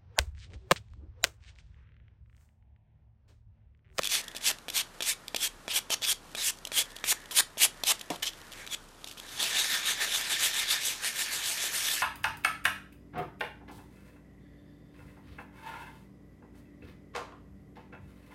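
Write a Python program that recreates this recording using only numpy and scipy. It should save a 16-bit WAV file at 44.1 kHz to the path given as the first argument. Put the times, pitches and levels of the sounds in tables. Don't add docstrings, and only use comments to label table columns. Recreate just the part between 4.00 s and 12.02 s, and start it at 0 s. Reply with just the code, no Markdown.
import sys
import numpy as np
from scipy import signal
from scipy.fft import rfft, irfft
from scipy.io import wavfile
from scipy.ndimage import uniform_filter1d

SR = 44100
rng = np.random.default_rng(int(sys.argv[2]) if len(sys.argv) > 2 else 0)


def inscribe(sig):
    pcm = np.round(np.clip(np.atleast_2d(sig).T, -1, 1) * 32767)
    wavfile.write(sys.argv[1], SR, pcm.astype(np.int16))


N = 353682
TIME = np.arange(N) / SR

# f/Hz, level per Hz/dB
SCRAPE = [(1290, -67), (2200, -4), (2950, 1.5), (3620, 0.5), (4550, -1.5), (4980, -3), (5320, -2.5),
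          (11400, -8), (14400, -14), (15500, -20.5)]
# f/Hz, basic width/Hz (each use widens or narrows it), level/dB
SHELL = [(1781, 160, -3), (1668, 275, -0.5), (2005, 860, 9.5)]
# dust hiss/dB, shell ring/dB, paper rasp/dB
RUBS = [(5.21, -56, 0.18, -46, -5, -6.5, 2), (5.385, -42, 0.027, -31, -5, -9, -4),
        (5.508, -36, 0.099, -29.5, -8, -8.5, -1), (5.686, -35.5, 0.06, -33, -6, -4, -2),
        (5.82, -40, 0.075, -30, -6, -7, -3), (5.975, -42.5, 0.053, -32, -8, -2, -3),
        (6.088, -38, 0.071, -32, -4.5, -9, -5), (6.257, -39.5, .078, -31.5, -6.5, -4, -8),
        (6.378, -37.5, 0.081, -29.5, -2, -7, -12), (6.52, -37.5, 0.081, -32.5, -5.5, -7.5, -7),
        (6.662, -40, 0.059, -29.5, -4, -7, -11), (6.803, -40, .066, -33.5, -2, -10, -13),
        (6.992, -44.5, 0.081, -33.5, -3.5, -6, -26), (7.14, -42, 0.068, -34, -1.5, -9.5, -22),
        (7.291, -42, 0.044, -35.5, -2.5, -7, -16), (7.427, -40, 0.049, -34.5, -1.5, -8, -28),
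        (7.58, -38, 0.078, -35, -3, -7.5, -10), (7.712, -40, 0.05, -34.5, 0, -9, -27),
        (7.818, -36.5, 0.12, -34, -1.5, -9, -4.5), (7.965, -36.5, 0.044, -37.5, -6, -4, -18)]


def sanding():
    # f/Hz, level per Hz/dB
    push_spectrum = [(150, -26), (300, -7), (600, 1), (900, 4), (1300, 1), (2200, -44)]
    coarse_db = -9.5
    paper_drift_hz = 89
    swipe_rasp_width_hz, rub_rasp_width_hz = 130, 330
    rub_sing_db = -14.5

    level_db, hiss_db, ring_db, push_db, paper_hz, rasp_db = hand_controls()
    hiss_db, ring_db, push_db, rasp_db = uniform_filter1d(
        [hiss_db, ring_db, push_db, rasp_db], size=200, axis=1)
    rubbing_start = RUBS[0][0]

    fine = grit(per_s=18000, spread_db=2.0, clump_db=1.0)
    coarse = grit(per_s=500, spread_db=2.5, clump_db=2.5)
    clicks = patchy(fine + gain_of(coarse_db) * coarse, db=1.99)

    paper_hz = uniform_filter1d(paper_hz, 400) + paper_drift_hz * flicker(0.021)
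    swipe_rasp = evened(resonate(clicks, paper_hz, swipe_rasp_width_hz))
    rub_rasp = evened(resonate(clicks, paper_hz, rub_rasp_width_hz))
    overtone = evened(resonate(clicks, 1.76 * paper_hz, 240))
    rasp = np.where(TIME < rubbing_start, swipe_rasp, rub_rasp) + 0.16 * overtone

    scrape = coloured(clicks, SCRAPE, hi_hz=7150) + gain_of(rasp_db) * rasp
    scrape = scrape / np.sqrt(1 + gain_of(2 * rasp_db))
    hiss = coloured(clicks, SCRAPE, lo_hz=7900)

    ring = 0
    for hz, width, db in SHELL:
        once = resonate(clicks, hz, 1.56 * width)
        ring = ring + gain_of(db) * evened(resonate(once, hz, 1.56 * width))
    singing = evened(resonate(clicks, SHELL[0][0], 52))
    ring = evened(ring) + gain_of(rub_sing_db) * (TIME > rubbing_start) * singing

    hollow_tone = evened(resonate(clicks, 844, 48))
    push = evened(coloured(clicks, push_spectrum) + 0.065 * hollow_tone)

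    layers = scrape + gain_of(hiss_db) * hiss + gain_of(ring_db) * ring + gain_of(push_db) * push
    return uniform_filter1d(gain_of(level_db), size=130) * layers


def hand_controls():
    dig_hiss_db, dig_rasp_db, dig_push_share = 1, -13, 1.34
    swipe_hiss_per_db, rub_hiss_per_db = 0.2, 0.74
    swipe_ring_per_db, rub_ring_per_db = 0.11, -0.26
    push_per_db, rasp_per_db = -0.2, 0.1

    # scrape/dB, hiss/dB, ring/dB, push/dB, paper resonance/Hz, rasp/dB; 1 s of spare room
    controls = np.zeros((6, N + SR)) + [[-120], [0], [0], [0], [3400], [-9]]
    movements = [(swipe_controls(), swipe_hiss_per_db, swipe_ring_per_db),
                 (rub_controls(), rub_hiss_per_db, rub_ring_per_db)]
    for strokes, hiss_per_db, ring_per_db in movements:
        for start, level_db, top_db, dig, (hiss, ring, push, rasp, paper_hz, dig_db) in strokes:
            under = level_db - top_db
            controls[:, round(start * SR):][:, :len(dig)] = [
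                level_db,
                hiss + hiss_per_db * under + dig_hiss_db * dig,
                ring + ring_per_db * under + dig_db * dig,
                push + push_per_db * under + dig_push_share * dig_db * dig,
                paper_hz + 0 * dig,
                rasp + rasp_per_db * under + dig_rasp_db * dig]
    return controls[:, :N]


def swipe_controls():
    # dust hiss/dB,
    # shell ring/dB, push/dB, paper rasp/dB; paper resonance f/Hz (it drifts around this),
    # ring gained by digging in/dB (the push gains in proportion)
    movements = [(.092, 0.049, 0.076, -38, -29, -40.5, -6.5, -15, -19.5, -8, 3450, 6.5),
                 (.41, 0.067, 0.04, -49.5, -27, -35.5, -3, -10.5, -24, -11, 3570, 13),
                 (.715, .052, 0.053, -55, -29.5, -38.5, -1.5, -10.5, -21, -9, 3520, 4),
                 (1.036, 0.065, .036, -41.5, -30.5, -42.5, -1.5, -12.5, -26, -3, 3650, 3),
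                 (1.375, 0.071, 0.032, -47, -29.5, -37.5, -4, -13, -23.5, 1.5, 3330, -2),
                 (1.686, 0.031, 0.015, -45, -34.5, -38.5, -9.5, -14, -17, -5, 3700, -4),
                 (1.734, 0.034, 0.024, -38.5, -30, -36, 0, -11.5, -20, -5, 3170, 2),
                 (1.897, .03, 0.018, -42, -26, -26, -11, -24, -15.5, -3, 3120, 3.5),
                 (2.014, 0.024, 0.021, -50, -31.5, -34, -10.5, -21, -24, 2, 3330, 1),
                 (2.062, 0.041, 0.027, -38, -27.5, -32, -1.5, -16, -25, 6, 3190, 3),
                 (2.365, 0.02, .045, -42, -37, -34, -11, -10, -14.5, 3, 3680, -8),
                 (2.428, 0.047, 0.033, -38, -31, -37, 1.5, -13, -25.5, -10, 3350, 6.5),
                 (2.726, 0.064, .037, -41, -27.5, -37.5, -1.5, -11.5, -22, -1, 3320, 4.5),
                 (3.047, 0.065, 0.017, -44.5, -28.5, -31, 2.5, -7, -20, -14, 3400, 14.5),
                 (3.31, 0.0091, .03, -47, -41.5, -49, 0.5, -17, -11, 2, 3100, 1),
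                 (3.34, .042, 0.026, -41.5, -24.5, -27, 2, -10.5, -19, -34, 3420, 6.5),
                 (3.578, 0.061, 0.026, -42, -24, -34, 2.5, -9.5, -17.5, -13, 3180, 7),
                 (3.846, .035, 0.0417, -45, -27.5, -25.5, -2.5, -20, -19, -19, 3970, 9.5),
                 (4.104, 0.0089, 0.057, -39, -45, -54, -10, -4, 8.5, -19, 3400, -10),
                 (4.225, 0.006, 0.021, -38, -30.5, -46.5, -6, -7, -18.5, 3, 3100, 1),
                 (4.255, 0.021, 0.019, -38.5, -32.5, -46, -8, -15, -17, -14, 3120, -5),
                 (4.53, 0.054, 0.071, -56, -49, -57, -9, -1, -27, -16, 3430, 6),
                 (4.69, 0.041, 0.019, -55, -36.5, -36.5, -8.5, -6.5, -21, 4, 3400, 0), ]
    rise_shape, fall_shape = 1.7, 1.2
    for start, rise, fall, start_db, top_db, end_db, *colour in movements:
        t = np.arange(0, rise + fall, 1 / SR)
        up = np.minimum(t / rise, 1)
        dig = np.clip((t - rise) / fall, 0, 1)
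        level_db = start_db + (top_db - start_db) * np.sin(np.pi / 2 * up) ** rise_shape
        level_db = level_db + (end_db - top_db) * dig ** fall_shape
        yield start, level_db, top_db, dig, colour


def rub_controls():
    # t/s, push above the scrape at full speed/dB
    lean = [(5.2, -10), (5.4, -13.5), (5.6, -23.5), (6.05, -17.5), (6.5, -19.5), (7.1, -18.5), (7.5, -16),
            (8.0, -21.5)]
    rise_shape, fall_shape = 1.7, 1.66
    paper_hz = 3620
    next_turns = RUBS[1:] + [(N / SR, RUBS[-1][3])]
    for (start, turn_db, rise, top_db, hiss, ring, rasp), (end, end_db, *_) in zip(RUBS, next_turns):
        t = np.arange(0, end - start, 1 / SR)
        up = np.minimum(t / rise, 1)
        down = np.clip((t - rise) / max(end - start - rise, 1e-3), 0, 1)
        level_db = turn_db + (top_db - turn_db) * np.sin(np.pi / 2 * up) ** rise_shape
        level_db = level_db + (end_db - top_db) * np.sin(np.pi / 2 * down) ** fall_shape
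        push = np.interp(start + t, *np.transpose(lean))
        yield start, level_db, top_db, 0 * t, (hiss, ring, push, rasp, paper_hz, 0)


def grit(per_s, spread_db, clump_db):
    size = gain_of(spread_db * np.minimum(rng.exponential(1, N), 5))
    signed = size * rng.choice([-1., 1.], N)
    clumps = gain_of(clump_db * flicker(0.0031) + 0.76 * flicker(0.018))
    return evened(signed * (rng.random(N) < per_s / SR) * clumps)


def patchy(x, db):
    z = signal.stft(x, nperseg=256, noverlap=192)[2]
    field = rng.standard_normal(z.shape[::-1]).T
    field = uniform_filter1d(field, size=5, axis=0)
    field = evened(uniform_filter1d(field, size=30, axis=1))
    return evened(signal.istft(z * gain_of(db * field), nperseg=256, noverlap=192)[1][:N])


def touches():
    # t/s, basic level/dB, low knock relative to it/dB (lowered below),
    # spray length/s, high tick relative to it/dB (raised below, most for firm knocks and hardly for
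    touch_list = [(0.014, -26, -35, 0.0034, -16), (0.021, -17, -28, 0.0024, -25),
                  (0.033, -8.5, -50, 0.0027, -20), (0.0427, -11, -44, 0.005, -19),
                  (0.051, -11, -48, 0.0068, -14), (0.0596, -18, -32, 0.0088, -16),
                  (0.072, -7.5, -50, 0.0026, -22), (0.2798, -17.5, -32, 0.0047, -26),
                  (0.3137, -30, -22, 0.0046, -18), (0.3492, -22.5, -12.5, 0.0048, -14),
                  (0.3554, -23, -32, 0.007, -15), (0.364, -12, -31, 0.0043, -21),
                  (0.3724, -22, -27, 0.0037, -15), (0.3804, -25, -32, 0.004, -22),
                  (0.412, -25, -19, 0.0035, -18), (0.5104, -17, -56, 0.0042, -15),
                  (0.585, -23.5, -38, 0.0025, -33), (0.6833, -15.5, -16, 0.0021, -15.5),
                  (0.6874, -17.5, -28, 0.0041, -13), (0.6994, -14.5, -26, 0.0045, -21),
                  (1.006, -19.5, -10, 0.0084, -7.5), (1.022, -10.5, -27, 0.0047, -14),
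                  (1.0266, -14, -41, 0.0062, -14), (1.281, -14, -33, 0.0019, -35),
                  (1.346, -9.5, -14, 0.0028, -17), (1.36, -6.5, -37, 0.0065, -30),
                  (1.368, -23, -19, 0.0033, -11), (1.68, -18, -9, 0.0023, -9.5),
                  (1.9033, -11, -15, 0.0054, -20), (2.02, -17.5, -19, 0.0031, -19),
                  (2.3497, -17.5, -15.5, 0.007, -12), (2.586, -28.5, -34, 0.0031, -23),
                  (2.6508, -12, -33.5, 0.0023, -38), (2.671, -19, -19, 0.006, -23),
                  (2.7183, -19, -13, 0.0049, -10), (2.918, -25, -34, 0.0021, -30),
                  (2.964, -22.5, -17, 0.0052, -22), (2.986, -29, -25, 0.0027, -25),
                  (3.041, -13.5, -24.5, 0.006, -4), (3.257, -30, -19, 0.0036, -21),
                  (3.31, -18, -23, 0.0043, -13.5), (3.321, -26, -23, 0.0033, -21),
                  (3.5725, -27, -4.5, 0.0043, -14), (3.836, -9.5, -16, 0.0042, -36),
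                  (3.992, -30, -32, 0.0034, -22), (4.011, -14, -36, 0.0045, -15),
                  (4.1025, -15.5, -12, 0.0051, -17), (4.159, -23.5, -19, 0.0041, -18),
                  (4.223, -19, -31, 0.0022, -19), (4.333, -26, -36, 0.0026, -18),
                  (4.517, -24, -35, 0.0049, -22), (4.526, -21, -38, 0.0024, -25),
                  (4.5344, -20, -30, 0.0021, -27), (4.665, -23, -28, 0.0034, -12),
                  (4.6745, -19, -39, 0.0027, -11.5), (5.0428, -16.5, -22.5, 0.0034, -32),
                  (5.071, -21.5, -26, 0.007, -22), (5.094, -30, -23, 0.0044, -20),
                  (5.111, -20.5, -43, 0.0045, -16), (5.125, -24, -38, 0.0017, -13),
                  (5.173, -29.5, -21, 0.019, -10), (5.198, -20.5, -30, 0.0038, -15),
                  (5.4275, -3, -28, 0.002, -31)]
    # f/Hz (detuned for each blow), level/dB, time to fall 60 dB/s
    shell_modes = [(304, -21, 0.13), (495, -5, 0.023), (613, -6.5, 0.06), (681, 8, 0.019),
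                   (937, 5.5, 0.016), (1450, -9, 0.0048), (1810, -8, 0.0082), (2430, -5, 0.01),
                   (3346, -9, 0.022), (3680, -13, .01), (5660, -7, 0.0041)]
    t = np.arange(4000) / SR
    spray = coloured(grit(per_s=20000, spread_db=1.2, clump_db=.8), SCRAPE, lo_hz=1500)
    spray = evened(spray + 0.41 * evened(resonate(spray, 3420, 230)))
    shape, blows = np.zeros(N + len(t)), np.zeros(N + len(t))
    high = np.transpose(shell_modes)[0] > 1000
    chances = rng.standard_normal((len(touch_list), len(shell_modes)))
    for (s, level_db, knock_db, length, tick_db), chance in zip(touch_list, chances):
        at, length = round(s * SR), max(length, 5e-4)
        glancing = np.clip((-knock_db - 16.5) / 12, .05, 1)
        rise = 1 - np.exp(-(t / (0.41 * glancing * length)) ** 2)
        spray_gain = gain_of(level_db - 16.5 + 3.4 * glancing)
        shape[at:at + len(t)] += spray_gain * rise * np.exp(-(t / length) ** 2.4)
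        lift_db = np.where(high, tick_db + 8 * (1 - glancing), knock_db - 12.0)
        blows[at:at + len(t)] += gain_of(level_db) * struck(shell_modes, lift_db, chance, t)
    return shape[:N] * spray + blows[:N]


def struck(modes, lift_db, chance, t):
    detune = 1 + .03 * chance
    rings = 0
    for (hz, db, t60), lift, factor in zip(modes, lift_db, detune):
        rings = rings + gain_of(db + lift - 60 * t / t60) * np.sin(2 * np.pi * hz * factor * t)
    return rings * (1 - np.exp(-t / 0.000094))


def handling():
    # t/s, rustle level/dB, slide level/dB
    shifts = [(0, -48, -55), (.2, -47, -53), (.36, -68, -57), (.52, -55, -51), (.65, -72, -81),
              (.8, -66, -65), (1.34, -64, -65), (2.1, -76, -83), (2.41, -53, -75), (2.7, -72, -80),
              (2.87, -57, -58.5), (3.2, -58.5, -54.5), (3.6, -67, -68), (3.82, -58, -57), (4.2, -55.5, -62),
              (4.45, -60.5, -58), (4.62, -62, -68), (4.78, -65, -80), (5.02, -59.5, -82),
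              (5.08, -53.5, -78), (5.4, -58, -68)]
    s, rustle_db, slide_db = np.transpose(shifts)
    clicks = grit(per_s=12000, spread_db=4.0, clump_db=5.0)
    rustle = gain_of(np.interp(TIME, s, rustle_db)) * coloured(clicks, SCRAPE, lo_hz=2300)
    hz, width, _ = SHELL[0]
    ring = resonate(rng.standard_normal(N), hz, 3 * width)
    ring = resonate(ring, hz, 3 * width)
    slide = gain_of(np.interp(TIME, s, slide_db)) * evened(ring)
    return (rustle + slide) * (TIME < s[-1])


def thump():
    # t/s, basic level/dB
    landing = (4.103, -30.5)
    # f/Hz (detuned by chance), level/dB, time to fall 60 dB/s
    bench_modes = [(165, -7, 0.23), (297, 7.5, 0.05), (418, -5, 0.12), (702, 0, 0.082), (886, -5, 0.051)]
    start, level_db = landing
    t = np.maximum(TIME - start, 0)
    chance = rng.standard_normal(len(bench_modes))
    rings = struck(bench_modes, np.zeros(len(bench_modes)), chance, t)
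    return gain_of(level_db) * (1 - np.exp(-t / 0.0025)) * rings


def room(x):
    # f/Hz, time to fall 60 dB/s
    echo_times = [(300, 0.29), (2000, 0.21), (6000, 0.19), (14000, 0.12)]
    taps = np.zeros(SR // 2)
    at = np.arange(100, len(taps) - 20, 20)
    taps[at + rng.integers(0, 20, len(at))] = rng.choice([-1., 1.], len(at))
    hz, t, z = signal.stft(taps, SR, nperseg=256)
    fade = gain_of(-60 * t / read(echo_times, hz)[:, None])
    tail = signal.istft(z * fade, SR, nperseg=256)[1]
    return signal.fftconvolve(x, tail / np.linalg.norm(tail))[:N]


def air():
    # f/Hz, level per Hz/dB
    air_spectrum = [(24, -32), (40, -13), (98, -9.5), (224, -11), (317, -11.5), (548, -13), (591, -14),
                    (797, -15), (1080, -13.5), (1450, -14.5), (2060, -21.5), (10900, -30), (15500, -42)]
    air_db, hum_hz, hum_db = -54, 32.2, -62
    sag_start_s, sag_db = 6.68, -6.5
    waver_db, extra_late_waver_db = 2.5, 1.5

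    noise = coloured(rng.standard_normal(N), air_spectrum, lo_hz=52)
    noise = gain_of(air_db + 0.76 * flicker(0.084)) * noise
    turns = np.cumsum(hum_hz + 0.93 * flicker(0.16)) / SR
    late = np.clip((TIME - sag_start_s) / .1, 0, 1)
    waver = (waver_db + extra_late_waver_db * late) * flicker(.08)
    level_db = hum_db + sag_db * late + waver
    return noise + np.sqrt(2) * gain_of(level_db) * np.sin(2 * np.pi * turns)


def gain_of(db):
    return 10 ** (np.asarray(db) / 20)


def evened(x):
    return x / np.sqrt(np.mean(x ** 2) + 1e-20)


def read(points, hz):
    f, value = np.transpose(points)
    return np.interp(np.log(hz + 1), np.log(f + 1), value)


def coloured(x, points, lo_hz=0, hi_hz=SR):
    hz = np.fft.rfftfreq(len(x), 1 / SR) + 1e-3
    edges = 1 / np.sqrt((1 + (lo_hz / hz) ** 10) * (1 + (hz / hi_hz) ** 10))
    return evened(irfft(rfft(x) * gain_of(read(points, hz)) * edges, len(x)))


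def resonate(x, hz, width):
    turn = np.exp(2j * np.pi * np.cumsum(hz * np.ones(len(x))) / SR)
    r = np.exp(-np.pi * width / SR)
    return 2 * (turn * signal.lfilter([1 - r], [1, -r], x / turn)).real


def flicker(s):
    span = max(round(s * SR), 2)
    return evened(uniform_filter1d(uniform_filter1d(rng.standard_normal(N), span), span))


def scene():
    no_bass = signal.butter(2, 140, "high", fs=SR, output="sos")
    hand = signal.sosfilt(no_bass, sanding() + touches()) + thump()
    room_db = -14.5
    return (hand + gain_of(room_db) * room(hand) + handling() + air())[None]


def record(dry):
    low_pass = signal.firwin(1501, 14990, window=("kaiser", 8), fs=SR)
    return signal.oaconvolve(dry, low_pass[None], "same")


dry = scene()
out = record(dry)
inscribe(out)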